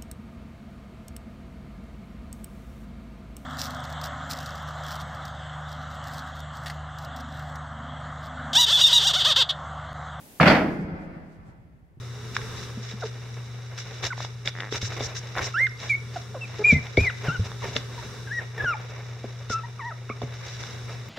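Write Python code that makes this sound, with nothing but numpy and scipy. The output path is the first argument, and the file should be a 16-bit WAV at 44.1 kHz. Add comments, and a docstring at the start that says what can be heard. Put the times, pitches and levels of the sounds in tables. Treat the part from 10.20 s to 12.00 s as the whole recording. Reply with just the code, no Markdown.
"""Steel dock plate drop

A heavy steel plate drops onto its frame: the lip clacks, the deck slams, rebounds and chatters to rest.
Each contact is a thud, coloured noise that dies away, and a set of fading sine waves for the deck's modes.
The concrete yard and far walls answer with a long noise tail and echoes, over a deep rumble.
Soft low bumps and faint rustles follow; outdoor air and a fading hiss lie underneath."""
import sys
import numpy as np
from scipy import signal
from scipy.fft import rfft, irfft, next_fast_len
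from scipy.io import wavfile
from scipy.ndimage import map_coordinates

SR = 44100
rng = np.random.default_rng(int(sys.argv[2]) if len(sys.argv) > 2 else 0)


def log_audio(samples):
    """Write samples as a 16-bit WAV file to the path given in sys.argv[1]."""
    # one column per channel
    frames = np.atleast_2d(samples).T
    # limit to full scale, then quantise
    limited = np.clip(frames, -1, 1)
    pcm = np.round(limited * 32767).astype(np.int16)
    wavfile.write(sys.argv[1], SR, pcm)


N = 79380
T = np.arange(N) / SR  # time [s]

# In all tables, "fall time" is the time to drop by 60 dB.
# In likeness tables, 1 means left and right are the same, 0 unrelated, below 0 opposed.

# The lip's dead, short clack: (frequency [Hz], level [dB])
LIP_TONES = [(720, -11.5), (1270, 0.5), (1580, -6.5), (2100, -16.5)]
LIP_START_S, LIP_DB, LIP_RISE_S, LIP_FALL_S = 0.1988, 8, 0.0023, 0.011

# Contacts of the plate: (time [s], clang level [dB], boom level [dB], bright edge level [dB])
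CONTACTS = [(0.2000, -23, -21, -51), (0.2070, -21.5, -20.5, -31), (0.2266, -22, -21.5, -41.5),
            (0.2555, -18.5, -25.5, -40), (0.2620, -21, -20, -47.5), (0.2735, -20.5, -18, -21.5),
            (0.2965, -19, -22, -39), (0.3106, -25.5, -22.5, -44), (0.3480, -23.5, -29, -41),
            (0.3850, -35.5, -26, -57.5), (0.4120, -40.5, -28, -52.5), (0.4560, -44, -31.5, -58),
            (0.4810, -44, -28.5, -60.5)]
# Colour of the clang: (frequency [Hz], level [dB])
CLANG_COLOUR = [(300, -17), (430, -10.5), (540, -1), (680, -2), (820, -2.5), (1000, -7), (1400, -4),
                (1750, -4), (2150, -4.5), (2700, -10.5), (3300, -15), (4000, -23.5), (7000, -36.5),
                (15000, -62.5)]
# How long the clang rings: (frequency [Hz], fall time [s])
CLANG_FALL = [(400, 0.76), (900, 0.59), (2000, .38), (5000, 0.3)]
# Colour of the deck's boom: (frequency [Hz], level [dB])
BOOM_COLOUR = [(20, -63.5), (50, -27.5), (85, -5), (108, -15.5), (150, -4), (200, -0.5), (260, -6),
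               (330, -10), (450, -20.5), (900, -48.5), (3000, -93)]
# How long the boom rings: (frequency [Hz], fall time [s])
BOOM_FALL = [(60, 0.4), (170, 0.43), (400, 0.96)]
# Colour of the bright edge: (frequency [Hz], level [dB])
EDGE_COLOUR = [(800, -50), (2200, 9), (3300, -0.5), (3800, -4), (4450, 0.5), (5200, -6), (6200, -17),
               (8000, -27.5), (12000, -32), (15500, -37.5)]
# How long the bright edge rings: (frequency [Hz], fall time [s])
EDGE_FALL = [(3000, 0.095), (5000, 0.41), (9000, 0.41)]
# Stereo likeness of the plate: (frequency [Hz], likeness [-1 to 1])
PLATE_ALIKE = [(40, 0.63), (110, 1), (200, 1), (320, 0.9), (640, .85), (1400, 0.57), (3100, 0.36),
               (5000, 0), (7500, 0), (15000, 0)]
CLANG_PAN_DB = -1  # left over right; the lip gets it twice
ATTACK_S, BOOM_ATTACK_S = 0.002, 0.0054
THUD_DB, THUD_HZ, THUD_PEAK_S = 2.5, 166, 0.0067
BITE, BITE_FALL_S = 1.0, 0.12  # extra gain at the start of each contact
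RATTLE_DB, RATTLE_PER_S = 1, 260  # typical size of the random steps, and how many per second

# The plate's strongest modes: (frequency [Hz], level [dB], fall time [s])
STEEL_MODES = [(87, -18, 0.85), (162.3, -6, 0.98), (165.7, -23, 2.6), (195, -16.5, 1.6), (243, -8.5, 0.68),
               (269.86, -9.5, 0.49), (343.5, -19, 0.52), (511, -13, 0.27), (584, -11.5, 0.42),
               (636, -12.5, .5), (1527, -19.5, 0.29), (1647, -13.5, 0.54), (1941, -18, 0.42),
               (2200, -15.5, .4), (2918, -15.5, .35), (3480, -11, 0.63), (4370, -6, .22), (4650, -14, .24)]
# Where modes follow the boom, the clang (twice) and the edge: (frequency [Hz])
MODE_DRIVE_HZ = [330, 560, 2100, 3400]
MODES_DB, MODE_SCATTER_DB = -0.5, 1.5
MAX_RING_CYCLES = 1100  # longest fall time of a mode, counted in its own cycles

# Colour of the yard's tail: (frequency [Hz], level [dB])
YARD_TONE = [(40, 9.5), (170, -6), (300, 0.5), (700, -8), (1200, -9), (2000, -8.5), (3000, -16),
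             (5000, -11.5), (12000, -6.5)]
# How long the yard's tail lasts: (frequency [Hz], fall time [s])
YARD_FALL = [(60, 3.3), (180, 1.5), (600, 1.82), (2000, 2.1), (5000, 2), (10000, 0.71)]
# Stereo likeness of the surroundings: (frequency [Hz], likeness [-1 to 1])
AROUND_ALIKE = [(60, 0.0075), (140, .93), (290, 0.89), (640, .5), (1400, -0.27), (3100, 0.085)]
YARD_DB, YARD_BUILD_S = -19.5, 0.034
# Echoes from far walls: (delay [s], level [dB])
WALL_ECHOES = [(.47, -31), (.66, -36.5), (.99, -43)]
# Colour of the echoes: (frequency [Hz], level [dB])
ECHO_TONE = [(60, 7), (180, -1.5), (350, 3), (650, -1), (1100, -3), (2000, -8.5), (3000, -16), (5000, -19),
             (12000, -3.5)]
ECHO_FALL_S = 0.2

# Colour of the deep rumble: (frequency [Hz], level [dB])
RUMBLE_COLOUR = [(20, -24.5), (55, 4), (90, -3), (140, -7), (300, -23.5), (1000, -68.5)]
RUMBLE_START_DB, RUMBLE_FALL_DB_PER_S = -53.5, 2

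# Soft low bumps: (time [s], level [dB], frequency [Hz])
SOFT_BUMPS = [(0.589, -27.5, 160), (0.604, -23.5, 193), (.64, -31, 74.5), (.715, -29, 159.8),
              (.73, -31.5, 81), (0.867, -38.5, 182), (0.964, -39, 170.3), (1.082, -38, 170),
              (1.188, -41, 85.9), (1.28, -42, 106.3), (1.384, -43, 118.8), (1.447, -43, 79.2),
              (1.542, -44, 130), (1.625, -46, 85), (1.77, -42, 128)]
BUMP_PEAK_S, BUMP_NOISE = 0.0063, 0.28  # time to the peak, amount of noise beside the tone

# Faint rustles: (time of the middle [s], level [dB])
FAINT_RUSTLES = [(0.528, -61.5), (.615, -66), (.83, -70), (1.07, -82), (1.135, -72.5), (1.285, -72)]
# Colour of the rustles: (frequency [Hz], level [dB])
RUSTLE_COLOUR = [(2000, -0.5), (4500, 3.5), (8000, 0.5), (12000, -11), (15500, -16)]
RUSTLE_WIDTH_S = 0.028

# Course of the hiss: (time [s], level [dB])
HISS_COURSE = [(0, -53), (.19, -53), (.3, -50), (.44, -61.5), (.7, -80.5), (1.0, -82), (1.8, -85)]
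# Colour of the hiss: (frequency [Hz], level [dB])
HISS_COLOUR = [(590, -24.5), (1000, -5.5), (1160, -15), (1440, -3), (5040, -6), (12300, -2.5), (15500, -6)]
# Course of the outdoor air: (time [s], level [dB])
AIR_COURSE = [(0, -51.5), (.3, -56), (1.0, -56.5), (1.7, -65)]
# Colour of the outdoor air: (frequency [Hz], level [dB])
AIR_COLOUR = [(25, -8), (60, -2.5), (110, -6.5), (250, -6.5), (450, -11.5), (750, -12.5), (1200, -21),
              (2500, -27), (4000, -36.5), (7000, -41), (15000, -55)]

LOW_CUT_HZ, TOP_HZ = 38, 15800  # the microphone's bass roll-off, and the upper band limit
PEAK = 0.92  # ceiling for the rounded peaks


def amp(db):
    """Turn decibels into a gain."""
    return 10 ** (np.asarray(db) / 20)


def unit(x):
    """Scale to an rms (average strength) of 1."""
    return x / np.sqrt(np.mean(x ** 2) + 1e-20)


def along(points, hz):
    """Read a (frequency, value) table between its points, on a log frequency axis."""
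    f, value = np.transpose(points)
    return np.interp(np.log(hz + 1), np.log(f + 1), value)


def course(points):
    """Turn a (time, level) table into a gain for every sample."""
    return amp(np.interp(T, *np.transpose(points)))


def delayed(x, s):
    """Start x later by s seconds."""
    start = max(round(s * SR), 0)
    return np.pad(x, ((0, 0), (start, 0)))[:, :N]


def fall(t, t60):
    """Fade exponentially, by 60 dB in t60 seconds."""
    return np.exp(-np.log(1000) * t / np.maximum(t60, 1e-3))


def swell_in(attack):
    """Rise smoothly from silence to full level."""
    return 1 - np.exp(-T / attack)


def noise(colour, alike):
    """Make stereo noise of rms 1 with a given colour and left-right likeness."""
    hz = np.fft.rfftfreq(N, 1 / SR)
    # the more alike the two sides, the more "mid" (shared) and the less "side" (opposite) sound
    turn = np.arccos(np.clip(along(alike, hz), -1, 1)) / 2
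    coloured = rfft(rng.standard_normal((2, N))) * amp(along(colour, hz))
    mid, side = irfft(coloured * [np.cos(turn), np.sin(turn)], N)
    return unit(np.array([mid + side, mid - side]))


def ring(colour, t60, alike, attack):
    """Noise standing for a crowd of close modes, each frequency dying at its own speed."""
    hz, t, spectrum = signal.stft(noise(colour, alike), SR, nperseg=512)
    fading = spectrum * fall(t, along(t60, hz)[:, None])
    x = signal.istft(fading, SR, nperseg=512)[1][:, :N]
    return x * swell_in(attack)


def plate():
    """The lip lands, then the deck hits again and again; returns the crash and the ringing modes."""
    pan = amp(np.array([[CLANG_PAN_DB], [-CLANG_PAN_DB]]) / 2)
    crash = delayed(pan ** 2 * lip_clack(), LIP_START_S)
    ringing = 0
    thud = deck_thud()
    bite = 1 + BITE * fall(T, BITE_FALL_S)
    for s, clang_db, boom_db, edge_db in CONTACTS:
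        clang = amp(clang_db) * pan * ring(CLANG_COLOUR, CLANG_FALL, PLATE_ALIKE, ATTACK_S)
        boom = amp(boom_db) * (thud + ring(BOOM_COLOUR, BOOM_FALL, PLATE_ALIKE, BOOM_ATTACK_S))
        edge = amp(edge_db) * ring(EDGE_COLOUR, EDGE_FALL, PLATE_ALIKE, ATTACK_S)
        crash = crash + delayed(bite * rattle() * (clang + edge) + boom, s)
        ringing = ringing + delayed(deck_modes(boom_db, clang_db, edge_db), s)
    return crash, ringing


def lip_clack():
    """The lip's first touch: a few tones that rise fast and die almost at once."""
    tones = sum(amp(db) * np.sin(2 * np.pi * hz * T) for hz, db in LIP_TONES)
    rise = 1 - np.exp(-(T / LIP_RISE_S) ** 2)
    return amp(LIP_DB) * tones * rise * fall(T, LIP_FALL_S)


def deck_thud():
    """The short push of air under the deck, as a low tone lasting a moment."""
    swell = T / THUD_PEAK_S * np.exp(1 - T / THUD_PEAK_S)
    return amp(THUD_DB) * np.sin(2 * np.pi * THUD_HZ * T) * swell


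def rattle():
    """Loose steel makes the clang and edge grainy: a fast random flutter of level."""
    knots = rng.standard_normal(N // 50)
    flutter = map_coordinates(knots, [T * RATTLE_PER_S], mode="mirror")  # smooth curve through the knots
    return unit(amp(RATTLE_DB * flutter))


def deck_modes(boom_db, clang_db, edge_db):
    """The strongest modes, struck a little differently each time; friction limits the high ones' ringing."""
    hz, db, t60 = np.transpose(STEEL_MODES)[:, :, None]
    drive_db = np.interp(hz, MODE_DRIVE_HZ, [boom_db, clang_db, clang_db, edge_db])
    size = amp(MODES_DB + drive_db + db + MODE_SCATTER_DB * rng.standard_normal(hz.shape))
    wave = np.sin(2 * np.pi * (hz * T + rng.random(hz.shape)))
    fading = fall(T, np.minimum(t60, MAX_RING_CYCLES / hz))
    return (size * wave * fading).sum(0)[None] * swell_in(ATTACK_S)


def yard(crash):
    """The concrete yard's long diffuse tail, with smeared echoes from far walls."""
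    tail = ring(YARD_TONE, YARD_FALL, AROUND_ALIKE, YARD_BUILD_S)
    answer = amp(YARD_DB) * tail / np.linalg.norm(tail[0])
    for s, db in WALL_ECHOES:
        echo = noise(ECHO_TONE, AROUND_ALIKE) * fall(T, ECHO_FALL_S)
        answer = answer + delayed(amp(db) * echo / np.linalg.norm(echo[0]), s)
    # convolution: every instant of the crash sets off the whole answer
    return signal.fftconvolve(crash.mean(0)[None], answer, axes=1)[:, :N]


def rumble():
    """Deep noise that starts with the crash and hardly fades."""
    level = amp(RUMBLE_START_DB - RUMBLE_FALL_DB_PER_S * T)
    return delayed(level * noise(RUMBLE_COLOUR, AROUND_ALIKE), LIP_START_S)


def bumps():
    """Short, dull thuds: a low tone and some boomy noise that swell and fade together."""
    u = T / BUMP_PEAK_S
    out = np.zeros((2, N))
    for s, db, hz in SOFT_BUMPS:
        thud = np.sin(2 * np.pi * hz * T) + BUMP_NOISE * noise(BOOM_COLOUR, AROUND_ALIKE)
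        out += delayed(amp(db) * thud * u * np.exp(1 - u), s)
    return out


def rustles():
    """Faint bright noise that swells up briefly, in bell-shaped puffs."""
    swells = sum(amp(db) * np.exp(-((T - s) / RUSTLE_WIDTH_S) ** 2 / 2) for s, db in FAINT_RUSTLES)
    return swells * noise(RUSTLE_COLOUR, PLATE_ALIKE)


def hiss():
    """Steady bright noise whose level follows its course and fades away."""
    return course(HISS_COURSE) * noise(HISS_COLOUR, AROUND_ALIKE)


def air():
    """Outdoor background: mostly low noise that slowly drops in level."""
    return course(AIR_COURSE) * noise(AIR_COLOUR, AROUND_ALIKE)


def scene():
    """The crash in its yard; the yard answers the crash but not the separate ringing modes."""
    crash, ringing = plate()
    background = rustles() + hiss() + air()
    return crash + ringing + yard(crash) + rumble() + bumps() + background


def record(dry):
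    """The microphone thins the deepest bass; then peaks are rounded and the top is cut off."""
    bass_cut = signal.butter(2, LOW_CUT_HZ, "high", fs=SR, output="sos")
    heard = signal.sosfilt(bass_cut, dry)
    rounded = heard / (1 + np.abs(heard / PEAK) ** 10) ** (1 / 10)
    m = next_fast_len(N + SR // 2)  # spare silence, so the end does not wrap round to the start
    kept = np.fft.rfftfreq(m, 1 / SR) < TOP_HZ
    return irfft(rfft(rounded, m) * kept, m)[:, :N]


dry = scene()
out = record(dry)
log_audio(out)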